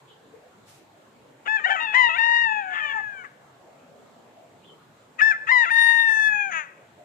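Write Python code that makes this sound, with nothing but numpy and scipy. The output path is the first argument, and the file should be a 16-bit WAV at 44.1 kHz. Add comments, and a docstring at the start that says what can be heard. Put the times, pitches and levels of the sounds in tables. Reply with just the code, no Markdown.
"""Roosters crow outdoors, louder on the left, over a quiet low rumble with soft rustles.
In the first crow a second, weaker rooster overlaps the leader and finishes after it; one more loud crow
follows. Leader and last crow jump between a clear high and a hoarse low register; all end in a lower rattle.
Each voice is a stack of harmonics shaped by throat resonances, with random modulation for hoarseness.
The rumble and rustles are filtered noise; a small bird's brief chirp is one swept sine."""
import sys
import numpy as np
from scipy import signal
from scipy.io import wavfile
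from scipy.ndimage import uniform_filter1d, map_coordinates

SR = 44100
rng = np.random.default_rng(int(sys.argv[2]) if len(sys.argv) > 2 else 0)


def output_pcm(signal):
    """Save a mono or channel-first signal as 16-bit PCM at the path in sys.argv[1].

    Samples are clipped to [-1, 1] before scaling.
    """
    pcm = np.clip(np.atleast_2d(signal).T, -1, 1) * 32767
    wavfile.write(sys.argv[1], SR, np.round(pcm).astype(np.int16))


N = 310489
TIME = np.arange(N) / SR
CUTOFF_HZ = 15500

# Pitch of the leader's broken second syllable. Each row: time in seconds, pitch in Hz.
WARBLE_PITCH = [(1.662, 730), (1.679, 790), (1.693, 685), (1.709, 800), (1.722, 760), (1.735, 788),
                (1.755, 758)]
# The long held note of each crow. Each row: time in seconds, pitch in Hz, level in dB,
# fundamental emphasis in dB, upper-formant emphasis in dB.
LEADER_HELD = [(2.185, 904.5, -22.5, -3, 2.5), (2.25, 927, -21.5, -1, 4), (2.347, 937.2, -19.5, -3, 1),
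               (2.429, 932.3, -21.5, -3.5, 2.5), (2.491, 876, -25, 3.5, 2), (2.6, 834.4, -29.5, 11, 4.5),
               (2.635, 770, -37, 10, -4.5), (2.735, 722, -38, 9, -5)]
ANSWER_HELD = [(2.655, 816, -43, -7, -10), (2.735, 872, -32, -10.5, -11.5), (2.901, 879, -31, -10, -11.5),
               (2.991, 874, -31, -11, -11.5), (3.11, 824, -39.5, -12.5, -15), (3.195, 756, -43.5, -9, 5.5),
               (3.23, 720, -45.5, -7, -6)]
LAST_HELD = [(5.71, 908, -21.5, -7, -5), (5.785, 924, -17.5, -11, -8.5), (5.946, 923.5, -18.5, -10, -6.5),
             (6.038, 912.5, -21.5, -9.5, -5.5), (6.098, 886.7, -21.5, -11, -9),
             (6.27, 859, -20.5, -18.5, -9), (6.36, 832, -25.5, -4, 3), (6.42, 817, -26, -1.5, 10.5),
             (6.49, 775.5, -33, 4.5, 0), (6.505, 722, -37, 5, -3)]

ATTACK_S, RELEASE_S, EDGE_DB = .012, .018, 30.5  # a note rises and falls by so many dB in these times
ONSET_ROUGH, SETTLE_S = .13, .018  # a clear note starts rough and settles
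FLUTTER_HZ, FLUTTER_DEPTH = 39.2, .0074  # rate, and share of the pitch, of a held note's flutter
CROAK_BRASS_DB, CROAK_RING_DB = -5, 2.5  # hoarse notes are hardly brassy but ring high up


def from_db(db):
    """Logarithmic level: 20 dB is a tenfold amplitude."""
    return 10 ** (np.asarray(db) / 20)


def rms_one(x):
    """Normalization of mean power: scale to unit rms."""
    return x / np.sqrt(np.mean(x ** 2) + 1e-20)


def at_hz(points, hz):
    """Spectral envelope: interpolate linearly on a log-frequency axis."""
    known_hz, values = np.transpose(points)
    return np.interp(np.log(hz), np.log(known_hz), values)


def wander(per_s, size):
    """Slow random modulation: smoothly joined random values, so many a second, at unit rms."""
    steps = np.arange(size) * per_s / SR
    return rms_one(map_coordinates(rng.standard_normal(4096), [steps], order=2, mode="wrap"))


def band(x, low_hz, high_hz):
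    """Band-pass filtering with gentle Butterworth slopes."""
    sos = signal.butter(2, [low_hz, min(high_hz, .45 * SR)], "band", fs=SR, output="sos")
    return signal.sosfilt(sos, x)


def outdoor_air(patchy_db):
    """Interaural coherence: restless narrow noise bands are alike in both channels only in the bass."""
    # Background spectrum. Each row: frequency in Hz, relative density in dB per Hz.
    air_spectrum = [(50, -29), (95, -12), (140, -2.5), (190, -7.5), (620, -5.5), (1000, -9), (2500, -19.5),
                    (3400, -21), (5700, -30.5), (7100, -24.5), (8800, -33.5), (15000, -37.5)]
    # Coherence of the channels. Each row: frequency in Hz, left-right likeness from 0 to 1.
    coherence = [(130, 0.98), (640, .46), (1400, .05)]
    out = 0
    edges = np.geomspace(35, CUTOFF_HZ, 29)
    white = rng.standard_normal((2, 2, N))
    for k, (low, high) in enumerate(zip(edges, edges[1:])):
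        mid, side = band(white[k % 2], low, high)
        hz = np.sqrt(low * high)
        alike = np.clip(at_hz(coherence, hz), -1, 1)
        # gusts stir the low bands most
        gusts = np.interp(TIME * 11, np.arange(80), rng.standard_normal(80)) / (1 + hz / 2500)
        gain = from_db(at_hz(air_spectrum, hz) + patchy_db * gusts)
        out = out + gain * (np.sqrt(1 + alike) * mid + np.sqrt(1 - alike) * side * [[1], [-1]])
    return rms_one(out)


def rustles():
    """Enveloped band noise: soft uneven swells, quick to rise and slow to fade."""
    # Rustles, scuffs and swells of rumble, and at 0.11 s a faint bird chirp as narrow noise near 3.2 kHz. Each
    # row: peak time in seconds, length in seconds, centre in Hz, width in octaves, level in dB before the
    # random unevenness.
    swells = [(0.348, 0.078, 452, 0.2, -50.5), (0.7, 0.12, 2900, 3.6, -55.5), (.11, 0.11, 3200, 0.27, -58),
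              (3.75, 0.74, 630, 0.55, -55), (4.39, .1, 666, 0.22, -51.5), (6.99, 0.12, 632, 0.25, -53.5),
              (3.97, .9, 244, .25, -60)]
    out = np.zeros((2, N))
    for peak_s, length, hz, octaves, level_db in swells:
        skew = 1 + .5 * np.sign(TIME - peak_s)
        swell = np.exp(-(2 * (TIME - peak_s) / length / skew) ** 2)
        swell = swell * from_db(2.1 * wander(22, N))
        # low rustles share a part between the channels
        noise = rng.standard_normal((2, N)) + (hz < 1000) * rng.standard_normal(N)
        half_width = 2 ** (octaves / 2)
        out += from_db(level_db) * swell * rms_one(band(noise, hz / half_width, hz * half_width))
    return out


def rooster(note, blare, ring_hz, ring_db, blare_growth, beak_db, hiss_db):
    """Source and filter: the syrinx gives harmonics, the throat shapes them, effort adds brassy overtones."""
    # Resonance of throat and open beak. 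Each row: frequency in Hz, relative gain in dB.
    throat = [(320, -60), (620, -15), (900, -8), (1250, -6), (1800, -1), (2250, -11.5), (2550, -10.5),
              (3100, -25), (3700, -25.5), (4600, -52), (9800, -66), (12000, -85)]
    full_effort_db = -16.5
    beak_hz, beak_width_hz = 3172, 330  # a resonance that differs from bird to bird and note to note
    formants_hz, formant_width_hz = (1840, 2550), 130  # resonances that turn the phase of each harmonic
    low_edge_hz, low_slope_db = 3450, 11  # the low register falls off steeply above this

    s, *columns = np.broadcast_arrays(*note)
    on = (TIME > s[0]) & (TIME < s[-1])
    columns = [np.interp(TIME[on], s, c) for c in columns]
    pitch, level_db, chest_db, edge_db, rough, brass_db, gape_db, pipe_db, muffle_db = columns
    size, rough = len(pitch), np.clip(rough, 0, 1)
    # overtones lose their hold while the voice leaps between registers
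    leap_speed = uniform_filter1d(np.abs(np.gradient(np.log(pitch))) * SR, size=400)
    hold = 1 / (1 + leap_speed / 14)
    # each leap throws the membranes into a moment of chaos
    rough = np.maximum(rough, np.clip(1.6 * (1 - hold) - .15, 0, .65))
    # they always waver a little, and beat irregularly when hoarse
    pitch = pitch * (1 + .0012 * wander(60, size) + .05 * rough ** 1.5 * wander(260, size))
    cycles = np.cumsum(pitch) / SR
    # only the high register is brassy; the low one excites the windpipe's high resonance instead
    register_db = np.interp(pitch, [680, 850, 970, 1030], [-7, .5, .5, -6])
    effort_db = brass_db + blare_growth * (level_db - full_effort_db) + register_db
    ring_gain = from_db(ring_db + pipe_db + 8.3 * rough + 10 * np.log2(900 / pitch))
    low_cut_db = low_slope_db * np.clip((850 - pitch) / 150, 0, 1)
    # the hoarser the voice, the finer the grain of its rasp
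    grain = np.cumsum(pitch * .5 * (1 + rough ** 2)) / SR
    rasp = 1.2 * rough ** 1.5
    voice, power = np.zeros(size), np.zeros(size)
    for k in np.arange(1, 25):
        hz = k * pitch
        if hz.min() > CUTOFF_HZ:
            break
        emphasis_db = np.interp(hz, [1050, 1300], [1, 0]) * chest_db
        emphasis_db += np.interp(hz, [2080, 2330], [0, 1]) * edge_db
        emphasis_db += (beak_db + gape_db) * np.exp(-((hz - beak_hz) / beak_width_hz) ** 2)
        emphasis_db -= muffle_db * np.clip((hz - 2850) / 900, 0, 1)
        emphasis_db -= low_cut_db * np.clip((hz - low_edge_hz) / 250, 0, 1)
        body = from_db(at_hz(throat, hz) + emphasis_db)
        ring = hold * ring_gain / (1 + ((hz - ring_hz) / 430) ** 4)
        # as the head moves, each brassy overtone swells and fades on its own
        fading_db = 3.2 * np.interp(cycles / 35, np.arange(64), rng.standard_normal(64))
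        brass = hold * from_db(at_hz(blare, hz) + effort_db + fading_db - muffle_db)
        gain = np.sqrt(body ** 2 + ring ** 2 + brass ** 2) * (hz < CUTOFF_HZ)
        # hoarseness changes each harmonic every cycle or two, spreading it into a noisy skirt
        shake, smear = [rasp * map_coordinates(rng.standard_normal(2048), [grain], order=2)
                        for _ in range(2)]
        lag = 2 * sum(np.arctan((hz - f) / formant_width_hz) for f in formants_hz)
        phase = 2 * np.pi * k * cycles - lag
        voice += gain * ((1 + shake) * np.sin(phase) + smear * np.cos(phase))
        power += gain ** 2 * (.5 + rasp ** 2)
    # air hisses past the membranes, more so when hoarse
    hiss = rms_one(band(rng.standard_normal(size), 4000, 8000))
    hiss = from_db(hiss_db) * (.05 + np.minimum(rough, .5)) * hiss
    # even a held note trembles slightly in strength, a hoarse one much more
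    tremble_db = (.8 + 2 * rough) * wander(44.91, size)
    out = np.zeros(N)
    out[on] = from_db(level_db + tremble_db) * (voice / np.sqrt(power) + hiss)
    return out


def note_time(start, length):
    """Exponential onset and decay: times across a note, its age, progress 0-1 and edge level in dB."""
    s = np.linspace(start - ATTACK_S, start + length + RELEASE_S, 400)
    age = np.clip(s - start, 0, length)
    outside = np.maximum((start - s) / ATTACK_S, (s - start - length) / RELEASE_S)
    return s, age, age / length, -EDGE_DB * np.maximum(outside, 0)


def croak(start, length, start_hz, end_hz, level_db, fade_db, chest_db, edge_db, beak_db, rough):
    """Register break: a short hoarse glide dips in the middle and is roughest at both ends."""
    s, _, progress, gate_db = note_time(start, length)
    pitch = start_hz + (end_hz - start_hz) * progress ** 3  # glides late
    pitch = pitch * (1 - .035 * np.sin(np.pi * progress))
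    rough = rough + .2 * np.cos(np.pi * progress) ** 4
    level_db = level_db - fade_db * progress + gate_db
    return s, pitch, level_db, chest_db, edge_db, rough, CROAK_BRASS_DB, beak_db, CROAK_RING_DB, 0


def syllable(start, length, start_hz, end_hz, scoop, level_db, fade_db, chest_db, edge_db, rough, brass_db):
    """Frequency glide: scoops up to its pitch; as it fades the main resonance loses its lead."""
    s, age, progress, gate_db = note_time(start, length)
    pitch = (start_hz + (end_hz - start_hz) * progress) * (1 - scoop * np.exp(-age / .017))
    # short syllables droop at the end, by 170 Hz per second of length
    pitch = pitch - 170 * length * progress ** 8 * (length < .13)
    pitch = pitch * (1 + .5 * FLUTTER_DEPTH * np.sin(2 * np.pi * FLUTTER_HZ * age))
    faded_db = fade_db * progress ** 2
    soft_db = 1.9 * faded_db  # gained by fundamental and upper formant
    rough = rough + ONSET_ROUGH * np.exp(-age / SETTLE_S)
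    level_db = level_db - faded_db + gate_db
    return s, pitch, level_db, chest_db + soft_db, edge_db + soft_db, rough, brass_db, 0, 0, 0


def warble(curve, level_db, chest_db, edge_db, beak_db, rough):
    """Unstable oscillation: a hoarse pitch lurches up and down and fails to reach the high register."""
    knots, pitch = np.transpose(curve)
    s, _, _, gate_db = note_time(knots[0], knots[-1] - knots[0])
    pitch = np.interp(s, knots, pitch)
    return s, pitch, level_db + gate_db, chest_db, edge_db, rough, CROAK_BRASS_DB, beak_db, CROAK_RING_DB, 0


def held_note(curve, dulls_s, muffling_db, rough, brass_db):
    """Damped modulation: flutters at first; as the air runs out brass gives way to the high ring."""
    knots, *columns = np.transpose(curve)
    s, age, _, gate_db = note_time(knots[0], knots[-1] - knots[0])
    pitch, level_db, chest_db, edge_db = [np.interp(s, knots, c) for c in columns]
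    flutter = np.exp(-age / .54) * np.sin(2 * np.pi * FLUTTER_HZ * age)
    pitch = pitch * (1 + FLUTTER_DEPTH * flutter)
    level_db = level_db + 1.2 * flutter + gate_db  # the strength flutters with the pitch
    rough = rough + ONSET_ROUGH * np.exp(-age / SETTLE_S)
    muffle_db = muffling_db * .5 * (1 + np.tanh((s - dulls_s) / .04))
    ring_db = .63 * muffle_db
    return s, pitch, level_db, chest_db, edge_db, rough, brass_db, 0, ring_db, muffle_db


def rattle(start, length, start_hz, end_hz, level_db, chest_db, edge_db, beak_db, ring_db, rasp_s, fade_db):
    """Aperiodic onset: breaks in as a rasp, then swells and dies as low falling pulses."""
    s, _, progress, gate_db = note_time(start, length)
    pitch = start_hz + (end_hz - start_hz) * progress ** 1.3
    swell_db = 5 * (np.sin(np.pi * progress) - 1) - fade_db * progress ** 3
    settled_rough = .27
    rough = settled_rough + (1 - settled_rough) / (1 + ((s - s[0]) / rasp_s) ** 10)
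    level_db = level_db + swell_db + gate_db
    return s, pitch, level_db, chest_db, edge_db, rough, CROAK_BRASS_DB, beak_db, ring_db, 0


def crow(bird, blare, syllable_blare, **throat):
    """Superposition: the notes of one crow add up, all sung through the same throat."""
    # In all five tables levels are in dB before the port gains, and a negative fade is a growth.
    # Clear high syllables. Each row: bird, start in seconds, length in seconds, start pitch in Hz,
    # end pitch in Hz, upward scoop 0-1, level in dB, fade in dB, fundamental emphasis in dB,
    # upper-formant emphasis in dB, roughness 0-1, brassiness in dB.
    syllables = [("leader", 1.48, .086, 874, 876, .04, -26.5, -5, -1, -1, .04, -2),
                 ("leader", 1.647, .011, 915, 955, 0, -19.5, 0, -16, -3, .03, -10),
                 ("leader", 1.703, .027, 880, 872, 0, -25, -1, -3, -6, .12, -2),
                 ("leader", 1.947, .137, 1082, 918, .13, -15.5, 7, -8, -5, .035, -1),
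                 ("answer", 1.805, .055, 942, 915, .02, -29, 1, 4, 12, .09, 5),
                 ("answer", 1.87, .09, 870, 840, 0, -32, 0, 4, 12, .11, -18),
                 ("answer", 1.96, .51, 940, 928, .14, -33, 6, 5.1, 7, .02, 0),
                 ("last", 5.217, .092, 890, 880, 0.045, -16, 0, -20, -14, .035, -3),
                 ("last", 5.492, 0.018, 925, 945, 0.018, -18, -1, -10, -4, 0.06, -1),
                 ("last", 5.516, .118, 1030, 925, 0, -17.5, 0, -7.5, -8, .05, 0)]
    # Hoarse low croaks. Each row: bird, start in seconds, length in seconds, start pitch in Hz,
    # end pitch in Hz, level in dB, fade in dB, fundamental emphasis in dB, upper-formant emphasis
    # in dB, beak emphasis in dB, roughness 0-1.
    croaks = [("leader", 1.461, .016, 730, 800, -40.5, -6, 0, 6.6, 0, .9),
              ("leader", 1.569, .027, 840, 770, -31, 4, -3, 2, 0, .1),
              ("leader", 1.6, .042, 625, 615, -38, 0, -6.5, 1, -4, 0.27),
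              ("leader", 1.763, .07, 662, 655, -26, 10, -6, 0, -5, 0.24),
              ("leader", 1.928, .016, 660, 720, -37, -5, 0, 4.6, 0, .9),
              ("leader", 2.092, .083, 660, 790, -29, 0, -4, 11, -8.5, .04),
              ("last", 5.193, .019, 630, 740, -26, 2, -14, 6, -3, .3),
              ("last", 5.314, .012, 835, 775, -22, 5, -16, -2, -6, .05),
              ("last", 5.329, .03, 695, 690, -32, 9, -10, -15, 0, .15),
              ("last", 5.475, 0.012, 665, 670, -31, -3, -22, 3, 0, 0.45),
              ("last", 5.64, .018, 900, 740, -24.5, 4, -8.5, 0.98, 0, .35),
              ("last", 5.662, .043, 685, 830, -29, -3.5, -12.5, 1, 0, .12)]
    # Broken syllable. Each row: bird, pitch curve, level in dB, fundamental emphasis in dB,
    # upper-formant emphasis in dB, beak emphasis in dB, roughness 0-1.
    warbles = [("leader", WARBLE_PITCH, -26, 6, 1, 9, .28)]
    # Held notes. 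Each row: bird, curve, time of turning dull in seconds, muffling in dB,
    # roughness 0-1, brassiness in dB.
    held_notes = [("leader", LEADER_HELD, 2.477, 8, .025, 0), ("answer", ANSWER_HELD, 3.16, 13, .015, 0),
                  ("last", LAST_HELD, 6.32, 19, .018, 5)]
    # Closing rattles. Each row: bird, start in seconds, length in seconds, start pitch in Hz, end pitch
    # in Hz, level in dB, fundamental emphasis in dB, upper-formant emphasis in dB, beak emphasis in dB,
    # high ring in dB, length of the opening rasp in seconds, fade in dB.
    rattles = [("leader", 2.706, .1, 715, 640, -36.5, -10, 2, 7, -8, .11, -4),
               ("leader", 2.803, .125, 622, 546, -33.5, -1, 6, 5, 2, .012, -1.6),
               ("leader", 2.934, .075, 455, 402, -33, 14, -15, 0, 0, .002, 0),
               ("answer", 3.24, 0.031, 595, 545, -40, -6, -12, -4, -8, .03, 2),
               ("last", 6.514, .15, 338, 275, -27.5, -6, 3.5, -3, 2, .03, 20)]
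    kinds = ((syllable, syllables), (croak, croaks), (warble, warbles),
             (held_note, held_notes), (rattle, rattles))
    out = np.zeros(N)
    for shape, table in kinds:
        overtones = syllable_blare if shape is syllable else blare
        for singer, *row in table:
            if singer == bird:
                out += rooster(shape(*row), overtones, **throat)
    return out


def scatter(x, t60):
    """Reverberation: two independent, dull, decaying sets of reflections from ground, plants and walls."""
    age = TIME[:SR]
    paths = band(rng.standard_normal((2, SR)), 700, 6000) * from_db(-60 * age / t60) * (age > .006)
    paths /= np.sqrt(np.sum(paths ** 2, axis=1, keepdims=True))
    return signal.fftconvolve(x[None], paths, axes=1)[:, :N]


def yard(x, wet_db, t60, echo_db):
    """Arrival time and level differences: a crow with its echo reaches the left port first and louder."""
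    common, diffuse = from_db(wet_db) * scatter(x, t60)
    # a far wall sends back a dull echo
    echo = from_db(echo_db) * band(np.interp(TIME - .135, TIME, x), 900, 2600)
    left = x + common + echo
    right = np.interp(TIME - .00041, TIME, left) + 1.5 * diffuse
    # on the shaded side the treble also arrives by a detour that shifts as the head moves
    detour_s = .0009 + .0001 * wander(4, N)
    right = right + from_db(-6) * band(np.interp(TIME - detour_s, TIME, x), 4000, 12000)
    return np.array([from_db(5.5) * left, from_db(-4.5) * right])


def small_bird():
    """Frequency modulation: one unsteady whistle sweeps up and falls back."""
    # A small bird far off. Each row: time in seconds, pitch in Hz, level in dB before the mix.
    chirp = [(4.615, 2344, -79), (4.656, 3520, -54), (4.673, 3250, -73), (4.696, 3110, -51.5),
             (4.715, 3060, -79)]
    s, hz, level_db = np.transpose(chirp)
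    pitch = np.interp(TIME, s, hz) * (1 + .0268 * wander(400, N))
    whistle = rms_one(np.sin(2 * np.pi * np.cumsum(pitch) / SR))
    return np.interp(TIME, s, from_db(level_db), left=0, right=0) * whistle


def scene():
    """Linear superposition: two overlapping crows, then a single one, over the background."""
    # Brassy overtones of a crow at full effort. Each row: frequency in Hz, relative gain in dB.
    first_blare = [(2900, -45.5), (3700, -29), (4700, -37.5), (7000, -42.5), (8200, -54), (9400, -48),
                   (11000, -83.5)]
    last_blare = [(2900, -45), (3700, -22), (4400, -44), (5300, -42.5), (5950, -46), (6130, -31),
                  (6450, -48), (6950, -49), (7370, -61.5), (7800, -45), (8300, -48), (8750, -36.5),
                  (9200, -39), (9700, -57.5), (10800, -72)]
    # The last crow's clear syllables blare differently. Each row: frequency in Hz, relative gain in dB.
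    last_opening_blare = [(2900, -45), (3850, -23), (4400, -44), (5150, -32.5), (5800, -44), (8700, -47),
                          (10500, -72)]
    first = crow("leader", first_blare, first_blare,
                 ring_hz=6780, ring_db=-43.0, blare_growth=.6, beak_db=4.5, hiss_db=-29)
    answer = crow("answer", first_blare, first_blare,
                  ring_hz=6616, ring_db=-42.5, blare_growth=1.1, beak_db=3.5, hiss_db=-33)
    last = crow("last", last_blare, last_opening_blare,
                ring_hz=6550, ring_db=-42, blare_growth=.83, beak_db=-1, hiss_db=-28)
    crows = yard(first + answer, wet_db=-19.5, t60=.66, echo_db=-44.5)
    crows = crows + yard(last, wet_db=-21, t60=.63, echo_db=-35.5)
    chirp = small_bird()
    distant_chirp = .5 * (chirp + scatter(chirp, t60=.2))
    air = from_db(-54.5) * outdoor_air(patchy_db=4.5)
    return crows + air + rustles() + distant_chirp


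def record(dry):
    """Band limiting: an elliptic low-pass cuts the top steeply."""
    return signal.sosfilt(signal.ellip(10, .1, 80, CUTOFF_HZ, fs=SR, output="sos"), dry)


dry = scene()
out = record(dry)
output_pcm(out)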